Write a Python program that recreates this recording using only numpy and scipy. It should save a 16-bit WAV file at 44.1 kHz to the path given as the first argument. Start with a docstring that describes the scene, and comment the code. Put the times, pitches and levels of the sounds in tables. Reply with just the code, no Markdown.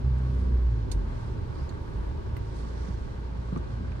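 """An engine booms, heard from inside a car that slows for a turn. It sinks to idle and picks up slightly.
Its firing makes a stack of tones that ring in the cabin, over the rumble and roar of the road.
Palms rub on the steering wheel, something hard clicks against it, and a few soft knocks ring the trim.
Behind it all, air hisses on the right and a faint whirr swells through the turn."""
import sys
import numpy as np
from scipy import signal
from scipy.fft import rfft, irfft
from scipy.io import wavfile

SR = 44100
rng = np.random.default_rng(int(sys.argv[2]) if len(sys.argv) > 2 else 0)


def dump_mix(stems):
    """Bounce the given channels to the path in sys.argv[1] as a 16-bit WAV at rate SR."""
    frames = np.atleast_2d(stems).T  # one column per channel
    limited = np.clip(frames, -1, 1)  # hard clip at full scale
    pcm = np.round(limited * 32767).astype(np.int16)
    wavfile.write(sys.argv[1], SR, pcm)


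N = 176400
T, HZ = np.arange(N) / SR, np.arange(N // 2 + 1) * SR / N
CUTOFF_HZ = 15800

# Engine speed. Each row: time in seconds, firings per second.
FIRING_RATE = [(0, 63.05), (.27, 63.24), (.52, 62.04), (.68, 58.88), (.8, 54.4), (.95, 48.54), (1.1, 42.4),
               (1.23, 38.44), (1.5, 35.38), (1.75, 29.44), (1.95, 26.51), (2.5, 26.53), (2.75, 29.32),
               (3.1, 29.22), (3.5, 28.97), (3.7, 27.86), (4, 28.37)]
# Loudness of the low boom, the boom an octave up, and the rest. Each row: time in seconds, level in dB.
LOW_BOOM = [(0, -32.5), (.14, -23.5), (.28, -30), (.36, -24.5), (.44, -27), (.54, -22.5), (.68, -22.5),
            (.8, -29.5), (.88, -35.5), (.97, -25), (1.15, -39), (1.28, -42), (1.5, -43), (2.9, -50),
            (3.05, -42), (3.5, -62), (4, -72)]
HIGH_BOOM = [(0, -36), (.11, -33), (.33, -34), (.45, -55.5), (.53, -30.5), (.61, -52), (.73, -30.5),
             (.9, -39.5), (1.1, -59), (1.57, -38), (1.8, -53), (1.97, -31.5), (2.3, -40), (2.5, -38.5),
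             (2.82, -32), (3.15, -37), (3.5, -34.5), (4, -36.5)]
OTHER_TONES = [(0, -38), (.2, -37.5), (.45, -34), (.75, -43), (1.0, -40.5), (1.23, -38.5), (1.5, -47.5),
               (1.8, -45), (2.3, -41.5), (2.7, -43.5), (3.1, -45), (3.38, -38.5), (4, -42)]
# How the cabin colours those other tones. Each row: pitch in Hz, boost in dB.
CABIN_BOOST = [(30, -21.5), (60, -2), (86, 0.5), (98, 0.5), (113, 4), (130, 3), (150, -11), (180, -4),
               (200, -14), (218, 1.5), (235, -14), (252, -2.5), (280, -25.5), (380, -18.5), (500, -22.5)]

def engine(firing_hz, phase):
    """Firing cylinders make two booms, and weaker tones that glide through the cabin's resonances."""
    out, others_db = 0, in_time(OTHER_TONES)
    booms = {1: LOW_BOOM, 2: HIGH_BOOM}
    octave_db, halfway_db = -4, -7.5
    for multiple in np.arange(1, 21) / 2:
        if multiple in booms:
            db = in_time(booms[multiple]) + 2 * drift(32)
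        else:
            db = others_db + at_hz(CABIN_BOOST, multiple * firing_hz) + 4.5 * drift(5.3)
            db += octave_db * np.log2(multiple)
            db += halfway_db * (multiple % 1 > 0)  # uneven cylinders give the in-between tones
        tone = np.sqrt(2) * np.sin(multiple * phase + rng.uniform(0, 2 * np.pi))
        out = out + from_db(db) * tone
    return out * pan(-1.1)


# The rumble's loudness. Each row: time in seconds, level in dB.
RUMBLE_LOUDNESS = [(0, -34), (.5, -39.5), (.85, -36), (1.0, -31.5), (1.22, -37.5), (1.42, -30),
                   (1.65, -36.5), (1.8, -40), (2.08, -36), (2.3, -34), (2.6, -45), (3.05, -35.5),
                   (3.3, -42), (4, -36.5)]
# Its colour. Each row: pitch in Hz, relative level in dB.
RUMBLE_COLOUR = [(10, -37), (19, -43.5), (27, -17), (40, 8.5), (54, 15), (78, 20), (95, 4.5), (110, 11),
                 (135, 7), (170, -20.5), (300, -62.5)]

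def road_rumble():
    """The rolling wheels make a deep rumble."""
    return cabin_noise(RUMBLE_COLOUR, pan_db=-1.6) * from_db(in_time(RUMBLE_LOUDNESS))


# Hard taps. Each row: start in seconds, level in dB, brightest pitch in Hz, sharpness (Q), pan in dB.
WHEEL_CLICKS = [(.184, -49, 7400, 5, -8), (0.9155, -24.5, 8150, 3, -2.5), (0.9163, -29, 4140, 4, -10),
                (.9198, -30.5, 6100, 2.1, -11), (1.6925, -37.5, 7004, 14, -10), (1.693, -41, 4242, 5, -12),
                (2.3675, -38.5, 14570, 2.77, -1), (2.3666, -34, 2250, 2.4, -3),
                (3.561, -17.5, 1187, 10.5, -2), (3.575, -44.5, 5864, 1.85, -5), (3.674, -49, 4200, 5.6, -2),
                (3.9189, -34, 2530, 6, -8)]
# Their ring. Each row: pitch in Hz, level in dB, fade time in seconds.
RING_TONES = [(2859, -17, .05), (3520, -4, .035), (3750, -5, .035), (4194, -3, .055), (4480, -3, .055),
              (5200, -7, .035), (5900, -5, .05), (6400, -6, .04), (6595, -5, .045), (7181, -11, .055),
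              (8150, -3, .05), (8600, -8, .055)]
# The colour of their noise. Each row: pitch in Hz, boost in dB.
SPRAY_COLOUR = [(300, 2), (1500, -5), (2700, -11), (3600, -12), (5300, -17), (8800, -18.5), (10000, -17.5),
                (16000, -20)]

def clicks():
    """Something hard hits the wheel: a crack, a short ring and a spray of cabin echoes."""
    out, size = np.zeros((2, N)), SR // 5
    t, bin_hz = T[:size], np.arange(size // 2 + 1) * SR / size
    colour = from_db(at_hz(SPRAY_COLOUR, bin_hz))
    crack, echoes = from_db(5) * dying(t, .016), dying(t, .1)
    for start, db, bright_hz, q, pan_db in WHEEL_CLICKS:
        spray = irfft(rfft(rng.standard_normal((2, size))) * colour, size)
        hit = spray * (crack + echoes)
        for hz, ring_db, fade_s in RING_TONES:
            tone = np.sin(2 * np.pi * (hz * t + rng.random((2, 1))))
            hit += from_db(ring_db - 13.5) * dying(t, fade_s) * tone
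        top_hz = min(1.9 * bright_hz, CUTOFF_HZ)
        hit = signal.lfilter(*signal.butter(2, top_hz, fs=SR), hit)
        peak = signal.lfilter(*signal.iirpeak(bright_hz, q, fs=SR), hit)
        add(out, start, (peak + from_db(-18.5) * hit) * from_db(db) * pan(pan_db))
    return out


# Soft blows. Each row: start in seconds, level in dB, boost of the upper tones in dB, pitch factor.
SOFT_KNOCKS = [(0.921, -49, -15, 1), (2.886, -29.5, -6, 1.03), (3.5257, -22.5, -2, 0.98),
               (3.5594, -29, -5, 1.056), (3.566, -23, -13, 0.917), (3.807, -31.5, 5, 1)]
# The trim's ring. Each row: pitch in Hz, level in dB, fade time in seconds.
TRIM_TONES = [(151, -10.5, 0.048), (184.5, -1, 0.11), (249, -6, 0.11), (385, -18, 0.077), (616, -27, .04),
              (820, -20, 0.036), (1127, -34, 0.031), (1280, -17, 0.045)]

def knocks():
    """Dull blows make the cabin trim ring briefly."""
    out, t = np.zeros((2, N)), T[:SR // 4]
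    attack, upper_hz = 1 - dying(t, .0041), 600
    for start, db, upper_db, pitch in SOFT_KNOCKS:
        for hz, tone_db, fade_s in TRIM_TONES:
            side_shift = np.array([[.5], [-.5]]) * at_hz(LEFT_LEAD, hz)
            tone = np.sin(2 * np.pi * pitch * hz * t + side_shift)
            gain = from_db(db + tone_db + upper_db * (hz > upper_hz))
            add(out, start, gain * tone * attack * dying(t, fade_s))
    return out


# Loudness of the drone and the roar. Each row: time in seconds, level in dB.
DRONE_LOUDNESS = [(0, -41), (.25, -43.5), (.47, -39), (.7, -42.5), (1.0, -38.5), (1.17, -46), (1.35, -41.5),
                  (1.7, -42), (2.1, -41), (2.35, -43), (2.85, -42), (3.2, -44), (3.7, -42.5), (4, -43.5)]
ROAR_LOUDNESS = [(0, -50.5), (.25, -49.5), (.45, -47.5), (.7, -50), (.95, -49), (1.2, -48.5), (1.45, -50.5),
                 (1.6, -47), (1.8, -50.5), (2.0, -49), (2.35, -50.5), (2.6, -49.5), (2.85, -47.5),
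                 (3.08, -51), (3.5, -49.5), (4, -49)]
# Their colours. Each row: pitch in Hz, relative level in dB.
DRONE_COLOUR = [(40, -66), (90, -3), (130, 0), (180, 2), (220, -2.5), (290, 0.5), (370, 0), (450, -4),
                (560, -13.5), (800, -21), (2000, -74.5)]
ROAR_COLOUR = [(150, -30.5), (350, -9.5), (480, -4.5), (530, 2.5), (640, 1), (720, -2.5), (800, -3),
               (860, -2), (1030, -5.5), (1130, 0), (1350, -8.5), (1560, -4.5), (1800, -12), (2100, -15.5),
               (3000, -23), (4000, -26.5), (5000, -41), (9000, -35.5), (11000, -45), (16000, -77)]
# Which side they lean to. Each row: pitch in Hz, pan in dB.
BODY_PAN = [(150, -12.5), (240, -2.5), (330, 1.5), (420, 1), (550, -3), (700, -2.5), (950, 1), (1500, 2.5),
            (2000, -2), (2500, 2.5)]

def body_noise(phase):
    """Panels drone, and tyre and engine noise roars through them. Both pulse lightly with the firing."""
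    pan_db = at_hz(BODY_PAN, HZ)
    drone = cabin_noise(DRONE_COLOUR, pan_db) * from_db(in_time(DRONE_LOUDNESS))
    roar = cabin_noise(ROAR_COLOUR, pan_db) * from_db(in_time(ROAR_LOUDNESS) + .9 * drift(4.5))
    return (drone + roar) * (1 + .11 * np.cos(phase))


# Hand movements. Each row: start and length in seconds, level in dB, then the squeak's
# first and last pitch in Hz, its boost in dB and its sharpness (Q).
PALM_SLIDES = [(0.204, 0.33, -70, 9200, 9000, 9.5, 21), (1.081, 0.27, -64, 620, 650, 14, 3.3),
               (1.528, 0.16, -66, 4700, 5000, 8.5, 13), (1.798, 0.32, -73, 9500, 9790, 9, 14),
               (2.41, 0.3, -62.5, 3300, 4400, -12, 4), (2.544, 0.085, -70, 10010, 9785, 10, 4.13),
               (2.623, 0.33, -64, 3301, 3300, -14, 3.75), (2.75, 0.14, -79, 5300, 5936, 18, 11),
               (2.756, 0.19, -79.5, 630, 627, 36.5, 1.7), (2.882, 0.3, -67, 6300, 6600, -5, 3.17),
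               (3.399, 0.18, -74, 8000, 8000, 5, 2.6), (3.683, 0.1, -67, 5600, 5600, -17, 2.98)]
# The colour of the rubbing. Each row: pitch in Hz, relative level in dB.
RUB_COLOUR = [(500, -14), (2000, 3.5), (2600, -8), (3300, -0.5), (4300, 1.5), (5700, 0), (6800, -5.5),
              (9000, -7.5), (10500, -16.5), (12500, -45), (16000, -31.5)]

def slides():
    """Palms rub the wheel: grainy noise swells and fades, with a faint squeak or a low groan."""
    out = np.zeros((2, N))
    friction = cabin_noise(RUB_COLOUR, pan_db=-13) * from_db(drift(57))
    for start, length, db, start_hz, end_hz, squeak_db, q in PALM_SLIDES:
        rub = friction[:, int(start * SR):int((start + length) * SR)]
        squeak = gliding_resonance(rub, start_hz, end_hz, q)
        swell = np.sqrt(np.abs(np.sin(np.linspace(0, np.pi, rub.shape[1]))))
        add(out, start, from_db(db) * swell * (rub + from_db(squeak_db) * squeak))
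    return out


# The whirr's loudness. Each row: time in seconds, level in dB.
WHIRR_LOUDNESS = [(0, -58), (.8, -60), (1.25, -55.5), (2.0, -54.5), (2.7, -57.5), (3.3, -57.5), (3.7, -62),
                  (4, -71)]
# Its colour. Each row: pitch in Hz, relative level in dB.
WHIRR_COLOUR = [(700, -30), (850, -3), (925, 2.5), (1000, -4), (1200, -44)]

def whirr():
    """A narrow band of noise, perhaps the steering pump, is strongest through the turn."""
    return cabin_noise(WHIRR_COLOUR, pan_db=2) * from_db(in_time(WHIRR_LOUDNESS))


# The colour of the hiss. Each row: pitch in Hz, relative level in dB.
AIR_COLOUR = [(900, 3), (1800, 4), (2400, 2.5), (3300, 3), (3800, 2), (4200, 4.5), (4600, 1.5), (5200, 0),
              (6500, -6), (9200, -15), (10500, -25), (12500, -48), (16000, -51)]

def air():
    """Air hisses steadily on the right, probably from a vent."""
    return cabin_noise(AIR_COLOUR, pan_db=-11) * from_db(-60.5 + .5 * drift(27))


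# How alike the two sides sound. Each row: pitch in Hz, likeness from 0 to 1.
SIDE_LIKENESS = [(30, 0.84), (60, 0.86), (130, 0.75), (190, 0.51), (230, .15), (320, 0.71), (410, .7),
                 (490, .1), (600, 0.75), (770, 0.63), (840, 0.09), (1020, .1), (1130, 0.82), (1350, 0.44),
                 (1600, 0.65), (1850, 0.34), (2100, 0.23), (4000, 0.083), (16000, .05)]
# How far the left wave runs ahead of the right. Each row: pitch in Hz, lead in radians.
LEFT_LEAD = [(200, 0.28), (260, 2.53), (340, 1.5), (410, 0.85), (470, 1.57), (510, 4), (600, 3.5),
             (790, 3.5), (1000, 0.9), (1130, 1.9), (1220, 2.5), (1450, 2), (1550, 2), (1900, 2.5),
             (2100, 1.56)]

def cabin_noise(colour, pan_db):
    """Stereo noise of strength 1, alike on both sides in the bass and spread out in the treble."""
    left, other = rfft(rng.standard_normal((2, N)))
    alike = at_hz(SIDE_LIKENESS, HZ)
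    right = alike * left + np.sqrt(1 - alike ** 2) * other
    right *= np.exp(-1j * at_hz(LEFT_LEAD, HZ))
    spectrum = np.array([left, right]) * from_db(at_hz(colour, HZ)) * pan(pan_db)
    return rms_one(irfft(spectrum, N))


def gliding_resonance(x, start_hz, end_hz, q, size=128):
    """Pick out one gliding pitch, block by block. A higher q makes it narrower."""
    out, state = np.zeros_like(x), np.zeros((2, 2))
    for i in range(0, x.shape[1], size):
        hz = start_hz + (end_hz - start_hz) * i / x.shape[1]
        peak = signal.iirpeak(hz, q, fs=SR)
        out[:, i:i + size], state = signal.lfilter(*peak, x[:, i:i + size], zi=state)
    return out


def from_db(db):
    """Turn decibels into a gain."""
    return 10 ** (np.asarray(db) / 20)


def rms_one(x):
    """Scale to an average strength (rms) of 1."""
    return x / np.sqrt(np.mean(x ** 2) + 1e-20)


def in_time(rows):
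    """Read a table at every sample."""
    return np.interp(T, *np.transpose(rows))


def at_hz(rows, hz):
    """Read a table by pitch, with octaves evenly spaced."""
    pitches, values = np.transpose(rows)
    return np.interp(np.log(hz + 1e-9), np.log(pitches), values)


def pan(db):
    """Left and right gains: plus leans left, minus leans right."""
    return from_db(np.array([[.5], [-.5]]) * db)


def drift(rate_hz):
    """A random wobble of strength 1, mostly slower than rate_hz."""
    return rms_one(irfft(rfft(rng.standard_normal(N)) / (1 + (HZ / rate_hz) ** 2), N))


def dying(t, fade_s):
    """Fade by 60 dB in fade_s seconds."""
    return np.exp(-np.log(1000) * t / fade_s)


def add(out, start, sound):
    """Mix in a short sound at a start time in seconds."""
    i = int(start * SR)
    out[:, i:i + sound.shape[-1]] += sound[..., :N - i]


def scene():
    """Everything heard from the driver's seat."""
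    firing_hz = in_time(FIRING_RATE) * (1 + .0017 * drift(8.6))
    phase = 2 * np.pi * np.cumsum(firing_hz) / SR
    driving = engine(firing_hz, phase) + road_rumble() + body_noise(phase)
    return driving + air() + slides() + clicks() + knocks() + whirr()


def record(dry):
    """Cut the highest treble steeply."""
    return signal.sosfilt(signal.ellip(10, .1, 80, CUTOFF_HZ, fs=SR, output="sos"), dry)


dry = scene()
out = record(dry)
dump_mix(out)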